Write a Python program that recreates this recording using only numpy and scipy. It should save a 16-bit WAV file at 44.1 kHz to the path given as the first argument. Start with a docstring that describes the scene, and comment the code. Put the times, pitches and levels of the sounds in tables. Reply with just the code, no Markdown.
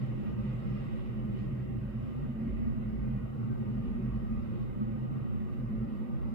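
"""Distant road traffic on a wet day, heard behind the closed window of a high flat.
From the start, pane and room turn the roar into three low booms and a row of narrow resonances, all shaped noise.
Tyre spray hisses over them, nearer at first and then mostly sinking back; from 1.4 s three short thin tones ring.
Both ears get the same bass swells, in phases that slip in and out of step; microphone noise lies under it all."""
import sys
import numpy as np
from scipy import signal
from scipy.fft import rfft, irfft, next_fast_len
from scipy.io import wavfile
from scipy.ndimage import uniform_filter1d, map_coordinates

SR = 44100
rng = np.random.default_rng(int(sys.argv[2]) if len(sys.argv) > 2 else 0)


def master(y):
    """Save y as 16-bit WAV."""
    cut = np.clip(np.atleast_2d(y).T, -1, 1)
    pcm = np.round(cut * 32767)  # scale
    wavfile.write(sys.argv[1], SR, pcm.astype(np.int16))


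N = 279594
T = np.arange(N) / SR

# Valleys that part the three booms. Each entry: edge in Hz.
BOOM_EDGES_HZ = [34, 85, 165, 270]
# How much louder each boom is on the right. Each entry: gain in dB.
BOOM_RIGHT_DB = [2.5, 1.6, 1.5]
# Low resonances of pane and room; the booms take their shape from the left column, then get their own level.
# Each row: centre in Hz, width at -6 dB in Hz, left peak in dB per Hz, right peak in dB per Hz.
LOW_MODES = [(51.4, 13, -59, -50.5), (125.4, 21.5, -50.5, -48.5), (208.2, 57, -56.5, -62.5),
             (219.7, 25.2, -48, -58)]
# Level of the low, middle and high boom, one curve each. Each row: time in seconds, level in dB.
BOOM_LEVELS = [
    [(0.0, -58), (0.1, -46.4), (0.24, -46), (0.38, -42), (0.64, -50), (0.76, -43), (0.98, -51), (1.06, -44),
     (1.16, -48.7), (1.48, -44), (1.7, -50), (1.76, -42), (2.08, -50), (2.18, -43), (2.42, -49.5),
     (2.52, -39), (2.7, -40.5), (2.78, -46), (3.06, -37.5), (3.34, -49.5), (3.42, -44), (3.58, -44),
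     (3.66, -48.5), (3.8, -40), (3.92, -41.5), (4.08, -41.5), (4.18, -36), (4.26, -43), (4.34, -35.5),
     (4.54, -55), (4.7, -37.5), (4.78, -47.5), (4.9, -41), (4.98, -49), (5.08, -42.3), (5.28, -47),
     (5.38, -39), (5.5, -50), (5.64, -38.5), (5.72, -56.5), (5.8, -40.5), (5.9, -48.9), (5.98, -44),
     (6.1, -50.1), (6.24, -37.5), (6.32, -45)],
    [(0.0, -35), (0.14, -36.5), (0.2, -40.5), (0.34, -41), (0.54, -33), (0.6, -39.5), (0.72, -36),
     (0.78, -42.5), (0.84, -39), (1.02, -37.5), (1.1, -41), (1.2, -38), (1.36, -39.5), (1.54, -36),
     (1.66, -39.5), (1.82, -35.5), (1.88, -41), (2.02, -36), (2.1, -47.5), (2.2, -39.5), (2.3, -38.5),
     (2.38, -47), (2.44, -40), (2.62, -39.5), (2.68, -36.5), (2.92, -43.5), (3.14, -36), (3.32, -45),
     (3.38, -37.5), (3.6, -36.5), (3.68, -41), (3.76, -37), (3.86, -39), (3.94, -40.5), (4.1, -36.5),
     (4.32, -44), (4.38, -35.5), (4.46, -40), (4.6, -34), (4.74, -43.5), (4.96, -38), (5.16, -39),
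     (5.3, -37), (5.38, -37.5), (5.44, -40), (5.56, -39), (5.64, -36.5), (5.72, -40), (5.82, -37.5),
     (5.9, -46.5), (6.0, -37), (6.06, -48), (6.14, -34.5), (6.32, -41)],
    [(0.0, -40.5), (0.16, -44.5), (0.22, -38.5), (0.46, -38.5), (0.6, -44.5), (0.72, -37), (0.84, -45),
     (0.92, -40), (1.14, -42.5), (1.32, -37.5), (1.62, -44), (1.68, -37.5), (1.82, -41.5), (2.16, -40),
     (2.24, -39.5), (2.36, -38), (2.5, -34), (2.56, -43.5), (2.66, -32), (2.74, -37), (3.1, -38),
     (3.34, -45.5), (3.44, -35.5), (3.54, -39.5), (3.7, -36.5), (3.98, -37), (4.14, -37), (4.2, -41.5),
     (4.34, -36.5), (4.44, -41), (4.62, -38.5), (4.7, -46), (4.8, -34), (4.88, -36.5), (5.28, -38.5),
     (5.44, -38.5), (5.5, -45), (5.58, -38.2), (5.68, -44), (5.74, -36.0), (5.9, -39.5), (6.14, -39.5),
     (6.22, -47), (6.32, -37)],
]
# The left ear's lead in each boom, whole turns being in step. Each row: start in seconds, lead in turns.
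BOOM_LEADS = [
    [(0.0, 0.39), (0.3, -0.027), (0.62, 0.35), (0.68, 0.032), (0.82, 0.36), (1.14, 0.75), (1.34, 0.29),
     (1.56, 0.0023), (2.36, -0.25), (2.46, 0.07), (2.56, 0.18), (2.84, 0.13), (3.24, -0.15), (3.34, -0.53),
     (3.5, -0.37), (3.68, -0.18), (3.74, -0.17), (3.84, 0.31), (3.9, 0.37), (3.98, 1.1), (4.06, 1.23),
     (4.22, 1.4), (4.3, 1.21), (4.4, 0.75), (5.02, 0.55), (5.16, 0.62), (5.34, 0.55), (5.52, 0.47),
     (5.6, 0.22), (5.76, -0.01), (5.86, -0.47), (6.18, -0.47)],
    [(0.0, 0.23), (0.14, -0.2), (0.2, 0.6), (0.28, 0), (0.52, -0.14), (0.62, 0.3), (0.68, -0.0),
     (0.78, 1.1), (0.88, 0.5), (1.1, 1), (1.16, 0.25), (1.26, -0.9), (1.5, -1), (1.62, -1.1), (2.1, -1.9),
     (2.26, -1.1), (2.48, -0.5), (2.6, -1.36), (2.84, -1.1), (2.92, -2.5), (2.98, -3), (3.18, -3),
     (3.52, -2.5), (3.58, -3), (3.82, -2.5), (3.98, -3), (4.06, -3), (4.22, -3.5), (4.3, -3), (4.36, -2.5),
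     (4.48, -3.65), (4.66, -3.24), (4.76, -2), (4.98, -2), (5.12, -2), (5.24, -2.5), (5.36, -2.5),
     (5.6, -3), (5.7, -1.5), (5.78, -2), (5.88, -2.5), (6.1, -2.5)],
    [(0.0, -0.045), (0.18, -0.3), (0.26, -0.414), (0.32, -0.59), (0.44, -0.88), (0.82, -0.71), (0.88, -0.7),
     (1.08, -0.85), (1.34, -0.38), (1.42, -0.054), (1.6, 0.4), (1.82, -0.081), (2.0, -0.49), (2.26, -0.053),
     (2.48, -0.15), (2.58, -0.38), (2.72, -0.4), (2.78, 0.024), (2.88, 0.17), (2.94, 0.29), (3.1, -0.21),
     (3.22, 0.33), (3.72, 0.17), (3.82, 0.19), (4.0, 0.18), (4.1, 0.19), (4.56, 0.58), (4.78, 0.68),
     (4.84, 0.71), (5.04, 0.4), (5.18, 0.69), (5.24, 0.49), (5.3, 0.54), (5.36, 0.64), (5.54, 0.17),
     (5.6, 0.052), (5.78, 0.1), (5.88, 0.16), (6.08, 0.29), (6.22, 0.22)],
]
# The wavering tone in each boom. Each entry: level as a ratio to the boom's noise.
TONE_RATIO = [0.7, 0.5, 0.2]
# Pitch of those tones before the middle and high booms wander. 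Each entry: pitch in Hz.
TONE_HZ = [50.63, 125.2, 220]
# Beats slower than this are smoothed out of each boom. Each entry: span in seconds.
BEAT_SPAN_S = [0.08, 0.06, 0.07]
# The middle boom wanders. Each row: time in seconds, pitch of its tone in Hz.
MIDDLE_BOOM_PITCH = [(0.0, 133), (0.14, 124), (0.21, 132.3), (0.26, 122), (0.88, 130), (0.94, 124),
                     (1.84, 125), (2.1, 119), (2.15, 131), (2.44, 127), (2.51, 116), (2.95, 131),
                     (3.62, 122), (3.89, 127), (4.47, 117), (4.75, 131), (4.91, 119.8), (5.01, 132.9),
                     (5.24, 130), (5.3, 122.9), (5.79, 124.8), (5.93, 144.1), (5.98, 133.9), (6.06, 142),
                     (6.14, 124.2), (6.34, 139.4)]
# The high boom sits lower at first. Each row: time in seconds, shift in Hz.
HIGH_BOOM_SHIFT = [(0, -8), (.75, -7), (1, 3), (1.34, -8), (1.98, 4), (2.66, 4), (2.84, -2), (4.68, 0),
                   (4.8, 4), (5.28, -4), (5.54, 3), (6.34, 2)]

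# Narrow resonances of pane and room above the booms.
# Each row: centre in Hz, width at -6 dB in Hz, left peak in dB per Hz, right peak in dB per Hz.
HIGH_MODES = [(310.8, 45.0, -70, -72), (367.7, 35, -70.5, -67), (452.7, 21, -73.5, -77),
              (511.3, 52.0, -78.5, -74.5), (563.7, 80, -77.5, -78.5), (660, 84, -88, -82),
              (785.6, 69.0, -123.0, -81), (921, 28, -120.0, -83.5), (1099, 100, -85, -86),
              (1210.5, 56.0, -80, -81.5), (1321, 69, -84.5, -99.0), (1438, 27.0, -87.5, -92.5),
              (1502, 250, -95.0, -92.5), (1893, 65, -90, -85), (1990, 190.0, -96, -90),
              (2130, 200, -95.5, -96), (2527, 260.0, -103.0, -96), (2796, 150.0, -99.0, -101.0),
              (2973, 35.0, -94.0, -95.5), (3710, 190, -108.0, -111.0), (2725, 56, -99.5, -99),
              (3140, 23, -103, -106), (5120, 220, -117, -117)]
# The roar between the resonances. Each row: frequency in Hz, left level in dB per Hz, right level in dB per Hz.
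BETWEEN = [(19.6, -95, -93), (28, -87, -85), (39, -78.5, -75.5), (70.5, -69.5, -62.5), (100, -67.5, -63.5),
           (161, -69, -72.5), (280, -73, -70), (450, -83, -85.5), (616.0, -93.5, -104.0), (880.0, -95, -89),
           (1740, -102.0, -100.0), (2440.0, -104.0, -100.0), (3270, -110.0, -109.0), (5080, -122, -117),
           (6000, -130, -130), (8800, -145, -145)]
# How alike the two ears' noise is. Each row: frequency in Hz, share of the power common to both ears.
ALIKE = [(60, 0.92), (250, 0.51), (500, 0.4), (900, 0.057), (1300, 0.81), (2500, 0.46), (5000, 0.086)]
# Traffic density, heard as the level of the roar. Each row: time in seconds, gain in dB.
ROAR_LEVEL = [(0, 0.5), (1, 0.5), (2, -0.5), (3, 0), (4, 0), (5, -0.5), (6.34, -0.5)]
# Bands of the roar that swell on their own. Each row: lower edge in Hz, upper edge in Hz.
SWELL_BANDS_HZ = [(280, 335), (420, 530), (1050, 1350), (1800, 2200), (62, 105), (700, 950), (3500, 3950),
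                  (530, 620), (2900, 3060), (335, 420)]
# One curve for each band, its level swelling and sinking. Each row: time in seconds, gain in dB.
SWELLS = [
    [(0.0, 1), (0.22, 3.5), (0.42, 0), (0.56, -1), (0.86, 0), (1.02, 3), (1.12, -1.5), (1.36, 2.5),
     (1.76, 1.5), (1.86, -4), (2.08, -0.3), (2.28, -1.5), (2.46, 1), (3.34, -3), (3.56, 0), (3.94, 1),
     (4.38, -0.5), (5.0, 2.5), (5.44, -1), (5.9, 1), (6.22, 2.5), (6.32, -3)],
    [(0.0, 0), (0.36, 0.5), (0.84, 2), (1.86, -1), (2.5, -1), (2.66, -4), (2.82, 1), (4.08, 1.5),
     (4.36, -1.3), (4.54, 2), (5.24, -0.3), (5.5, -1.5), (5.8, 2.5), (6.32, 1)],
    [(0.0, -1.5), (0.12, -1.5), (0.68, 2), (1.56, -3.5), (1.88, -4), (2.14, 1), (2.46, -3.5), (2.66, 0),
     (2.98, -2.5), (3.46, 2), (3.78, -1), (4.32, 3.5), (4.68, -1), (4.82, 4.5), (4.96, -0.3), (5.08, 3.5),
     (5.52, 1.2), (6.32, 1.5)],
    [(0.0, 4.5), (0.24, -2.5), (0.58, 1.5), (1.18, -1.5), (1.38, 0), (1.62, 1.5), (1.82, -2.5), (2.3, -0.3),
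     (2.62, 4), (2.78, -1), (3.16, 2.5), (3.3, -4.5), (3.82, -0.5), (3.94, 1.5), (4.58, -1.5), (4.72, -1.5),
     (6.04, 0), (6.18, -1.5), (6.32, -1)],
    [(0.0, -4), (0.24, 4), (0.4, -5.4), (0.72, 2.2), (0.86, -2.4), (1.36, 2), (1.66, -3.2), (1.84, 1.5),
     (2.4, -2), (2.54, 4), (2.94, -3.5), (3.24, 6), (3.34, -2), (4.0, 5.5), (4.14, -2), (4.24, 1),
     (4.62, 0.5), (4.82, -3.5), (5.34, 5.5), (5.48, 0.5), (5.96, -1.5), (6.08, -5.5), (6.2, 2), (6.32, 1.5)],
    [(0.0, 1), (1.16, -0.5), (1.48, -3.5), (1.68, 0.3), (2.06, -2.0), (2.18, 1.5), (2.42, 0), (2.54, -1.5),
     (3.92, 1.5), (4.08, -0.5), (5.18, 1), (5.7, -2.5), (5.84, 1), (6.32, 3.5)],
    [(0, -0.5), (3, -1), (3.8, 1), (4.25, -2), (4.62, 6), (4.85, 2.5), (5.35, 1), (5.65, -1), (6.05, 2),
     (6.34, 0)],
    [(0, 1), (.6, 1.5), (1.2, -0.5), (1.8, 1), (2.1, 2), (2.35, 1), (2.47, 5), (2.7, 0), (3.5, -3),
     (3.8, 0), (4.1, -2), (4.6, -1.5), (4.84, 4.5), (5.2, 0), (5.8, 1), (6.34, 0.5)],
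    [(0, 0), (.6, -0.5), (1.3, 3.5), (1.8, 1), (2.4, 2.5), (3, -1), (3.7, 1), (4.2, -3), (5, -1.5),
     (5.7, 0), (6.34, -4.5)],
    [(0, -4), (.2, 3), (.45, -1), (.85, 1), (1.1, -1), (1.36, 2), (1.68, 0.5), (1.75, 5.5), (1.84, -5),
     (2.2, -0.5), (2.34, -4.5), (2.46, 4.5), (2.7, -1), (3.45, -3), (3.58, 4), (3.78, -0.5), (4.06, 2.5),
     (4.31, -4.5), (4.58, 5), (4.66, -3), (4.8, 3), (4.88, -6.5), (4.98, 0.5), (5.44, -1), (5.9, 1),
     (6.34, -2.5)],
]

# Tyres on the wet road, one vehicle nearer at first. Each row: time in seconds, gain in dB.
SPRAY_LEVEL = [(0, 2), (.07, 3.5), (.12, 1), (.28, 3.5), (.35, -1.5), (.5, 4), (.76, 3.5), (.84, 5),
               (.9, 4), (.97, 5), (1.08, 0.5), (1.32, -1.5), (1.4, 3), (1.52, -3), (1.78, -7.5), (2.1, -1),
               (2.62, -7.5), (3.34, -11), (3.84, -3), (4.3, -5), (4.62, -1.5), (4.72, -9.5), (5.32, -7),
               (5.9, -12.5), (6.34, -11)]
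# Spray is brighter than the roar. Each row: frequency in Hz, gain over the window's response in dB.
SPRAY_COLOUR = [(500, -25.5), (1000, -11), (2000, -6), (3000, 3), (5000, 0.5), (6300, 8), (8000, 17),
                (10000, 9.5)]
# Short thin tones. Each row: start in seconds, pitch in Hz, left level in dB, time to fall by 60 dB in seconds.
PINGS = [(1.4, 1872, -62, 0.9), (3.49, 1550, -49.5, 0.27), (4.3, 1230, -58, 0.5)]
# Microphone noise. Each row: frequency in Hz, left level in dB per Hz, right level in dB per Hz.
HISS = [(20, -130, -130), (4000, -126, -124), (6900, -122, -123), (7060, -122, -118), (10100, -123, -125),
        (12100, -122, -116), (15300, -123, -120)]

SLIP_S = 0.029  # time a slip between the ears takes, seconds
DETUNE = 0.003  # the window's response wanders by this share of its pitch, each way
TOP_HZ = 15500  # band limit of the microphones


def amp(db):
    """dB to gain."""
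    return 10 ** (np.asarray(db) / 20)


def unit(x):
    """x at rms 1."""
    return x / np.sqrt(np.mean(np.abs(x) ** 2) + 1e-20)


def along(points, hz):
    """One row of values for each column after the frequency, read on a log axis."""
    f, *columns = np.transpose(points)
    return np.array([np.interp(np.log(hz + 1), np.log(f + 1), c) for c in columns])


def curves(rows):
    """One value per sample for each column after the time."""
    s, *columns = np.transpose(rows)
    return np.array([np.interp(T, s, c) for c in columns])


def held(rows, glide_s):
    """Each value holds, with a short glide across the start of the next row."""
    s, value = np.transpose(rows)
    steps = value[np.clip(np.searchsorted(s, T) - 1, 0, None)]
    return uniform_filter1d(steps, max(round(glide_s * SR), 1))


def smooth(x, span):
    """Two running means over span samples in time."""
    return uniform_filter1d(uniform_filter1d(x, span), span)


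def wobble(rate):
    """A smooth random curve, rate knots a second, at most 15."""
    return map_coordinates(rng.standard_normal(100), [T * min(rate, 15)])


def field(shape, bins, frames):
    """A smooth random field over frequency and time, rms 1."""
    rough = uniform_filter1d(rng.standard_normal(shape), round(bins), 0)
    return unit(uniform_filter1d(rough, round(frames), 1))


def filtered(x, response):
    """x shaped by a response of frequency."""
    m = next_fast_len(N + SR // 2)
    return irfft(rfft(x, m) * response(np.fft.rfftfreq(m, 1 / SR)), m)[..., :N]


def above(hz, edge_hz):
    """A soft step from 0 to 1 that is about one half at the edge."""
    return 1 / (1 + (edge_hz / (hz + 1)) ** 24)


def between_edges(hz, low_hz, high_hz):
    """A soft-sided band from one edge to the other."""
    return above(hz, low_hz) * (1 - above(hz, high_hz))


def resonances(modes, hz):
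    """Gain for each ear of a row of steep resonances whose powers add; sqrt(SR / 2) turns dB per Hz into gain."""
    power = sum(amp(db)[:, None] ** 2 / (1 + (2 * (hz - centre) / width) ** 2) ** 2
                for centre, width, *db in modes)
    return np.sqrt(power * SR / 2)


def window(hz):
    """Gain of pane and room apart from the booms: narrow resonances over the roar between them."""
    return np.hypot(resonances(HIGH_MODES, hz), amp(along(BETWEEN, hz)) * np.sqrt(SR / 2))


def turning(shift_hz):
    """A rotating phasor that shifts the pitch of a complex signal by a curve in Hz."""
    return np.exp(2j * np.pi * np.cumsum(shift_hz) / SR)


def boom_ringing(k):
    """Noise through one low resonance plus a wavering tone, as a complex signal with only its fast beats left."""
    def band(hz):
        return resonances(LOW_MODES, hz)[0] * np.sqrt(between_edges(hz, *BOOM_EDGES_HZ[k:k + 2]))

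    noise = rng.standard_normal(N)
    quarter_turn_twin = filtered(noise, lambda hz: -1j * band(hz))
    ring = unit(filtered(noise, band) + 1j * quarter_turn_twin)
    ring = ring + TONE_RATIO[k] * np.exp(2j * np.pi * (TONE_HZ[k] * T + 0.43 * wobble(2.5)))
    if k == 1:
        ring = ring * turning(curves(MIDDLE_BOOM_PITCH)[0] - TONE_HZ[1])
    if k == 2:
        ring = ring * turning(curves(HIGH_BOOM_SHIFT)[0])
    slow_power = smooth(np.abs(ring) ** 2, max(round(BEAT_SPAN_S[k] * SR), 1))
    return np.sqrt(2) * unit(ring / np.sqrt(np.abs(slow_power) + 1e-12))  # its real part has rms near 1


def booms(lumps_db=0.71, lumps_per_s=5, heave_db=0.26, waver_turns=.03, wavers_per_s=6):
    """Three low resonances ring; each one's swells reach both ears alike, its phase does not."""
    out = np.zeros((2, N))
    heave = heave_db * wobble(6.1)  # quick heaves that all three share
    for k, right_db in enumerate(BOOM_RIGHT_DB):
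        ring = boom_ringing(k)
        level_db = curves(BOOM_LEVELS[k])[0] + heave + lumps_db * wobble(lumps_per_s)
        lead_turns = held(BOOM_LEADS[k], SLIP_S) + waver_turns * wobble(wavers_per_s)
        half_angle = np.pi * lead_turns  # left leads by half, right lags by half
        ears = np.real(ring * np.exp(1j * np.array([half_angle, -half_angle])))
        out += amp(level_db) * ears * amp([[0], [right_db]])
    return out


def rush(patchy_db, treble_db):
    """White stereo noise in streaky patches; a shared part reaches the right ear with wandering phase."""
    hz, _, z = signal.stft(rng.standard_normal((2, N + 1024)), SR, nperseg=1024)
    grid = z.shape[1:]
    share = np.clip(along(ALIKE, hz)[0], 0, 1)[:, None]
    wander = np.exp(1j * np.pi * field(grid, 3, 24))
    right = np.sqrt(share) * z[0] * wander + np.sqrt(1 - share) * z[1]
    # the treble flickers in broad patches, fully from 5 kHz up
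    flicker_db = treble_db * np.clip(hz / 5000, 0, 1)[:, None] * field(grid, 40, 6)
    streaks_db = patchy_db * field(grid, 3, 8)
    pair = signal.istft(np.array([z[0], right]) * amp(streaks_db + flicker_db), nperseg=1024)[1][:, :N]
    return np.array([unit(ear) for ear in pair])


def roar(even_s=.12):
    """Engines and tyres far below are noise through the window; bands of it swell and sink on their own."""
    lean = np.pi / 4 * (1 + np.tanh(1.2 * wobble(2.5)))  # cross-fade between a lower and a higher tuning
    low = filtered(rush(patchy_db=1.72, treble_db=2.0), lambda hz: window(hz * (1 + DETUNE)))
    high = filtered(rush(patchy_db=1.72, treble_db=2.0), lambda hz: window(hz * (1 - DETUNE)))
    plain = np.cos(lean) * low + np.sin(lean) * high
    out = plain.copy()
    for (low_hz, high_hz), rows in zip(SWELL_BANDS_HZ, SWELLS):
        band = filtered(plain, lambda hz: between_edges(hz, low_hz, high_hz))
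        power = np.mean(band ** 2, axis=0)
        slow_power = np.abs(smooth(power, round(even_s * SR))) + 1e-20
        evening = np.sqrt(power.mean() / slow_power)  # levels the noise's own slow swells
        out += (amp(curves(rows)) * evening - 1) * band
    return amp(curves(ROAR_LEVEL)) * out


def spray():
    """The hiss of tyres in the wet is brightened noise through the same pane."""
    def colour(hz):
        return window(hz) * amp(along(SPRAY_COLOUR, hz))

    return amp(curves(SPRAY_LEVEL)) * filtered(rush(patchy_db=1.5, treble_db=1.9), colour)


def pings():
    """Soft-starting sine tones that die away exponentially."""
    out = np.zeros(N)
    for start, hz, db, t60 in PINGS:
        t = np.clip(T - start, 0, None)
        soft_start = 1 - np.exp(-t / 0.033)
        out += amp(db - 60 * t / t60) * soft_start * np.sin(2 * np.pi * hz * t)
    return out * amp([[0], [-8]])  # weaker on the right


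def scene():
    """All that passes the window."""
    return booms() + roar() + spray() + pings()


def microphone_hiss():
    """Each microphone adds its own coloured noise, whose level wavers a little."""
    waver_db = .6 * unit(smooth(rng.standard_normal((2, N)), 3000))
    noise = amp(waver_db) * rng.standard_normal((2, N))
    return filtered(noise, lambda hz: amp(along(HISS, hz)) * np.sqrt(SR / 2))


def record(dry):
    """The microphones add their hiss; nothing is kept above the band limit."""
    return filtered(dry + microphone_hiss(), lambda hz: hz < TOP_HZ)


dry = scene()
out = record(dry)
master(out)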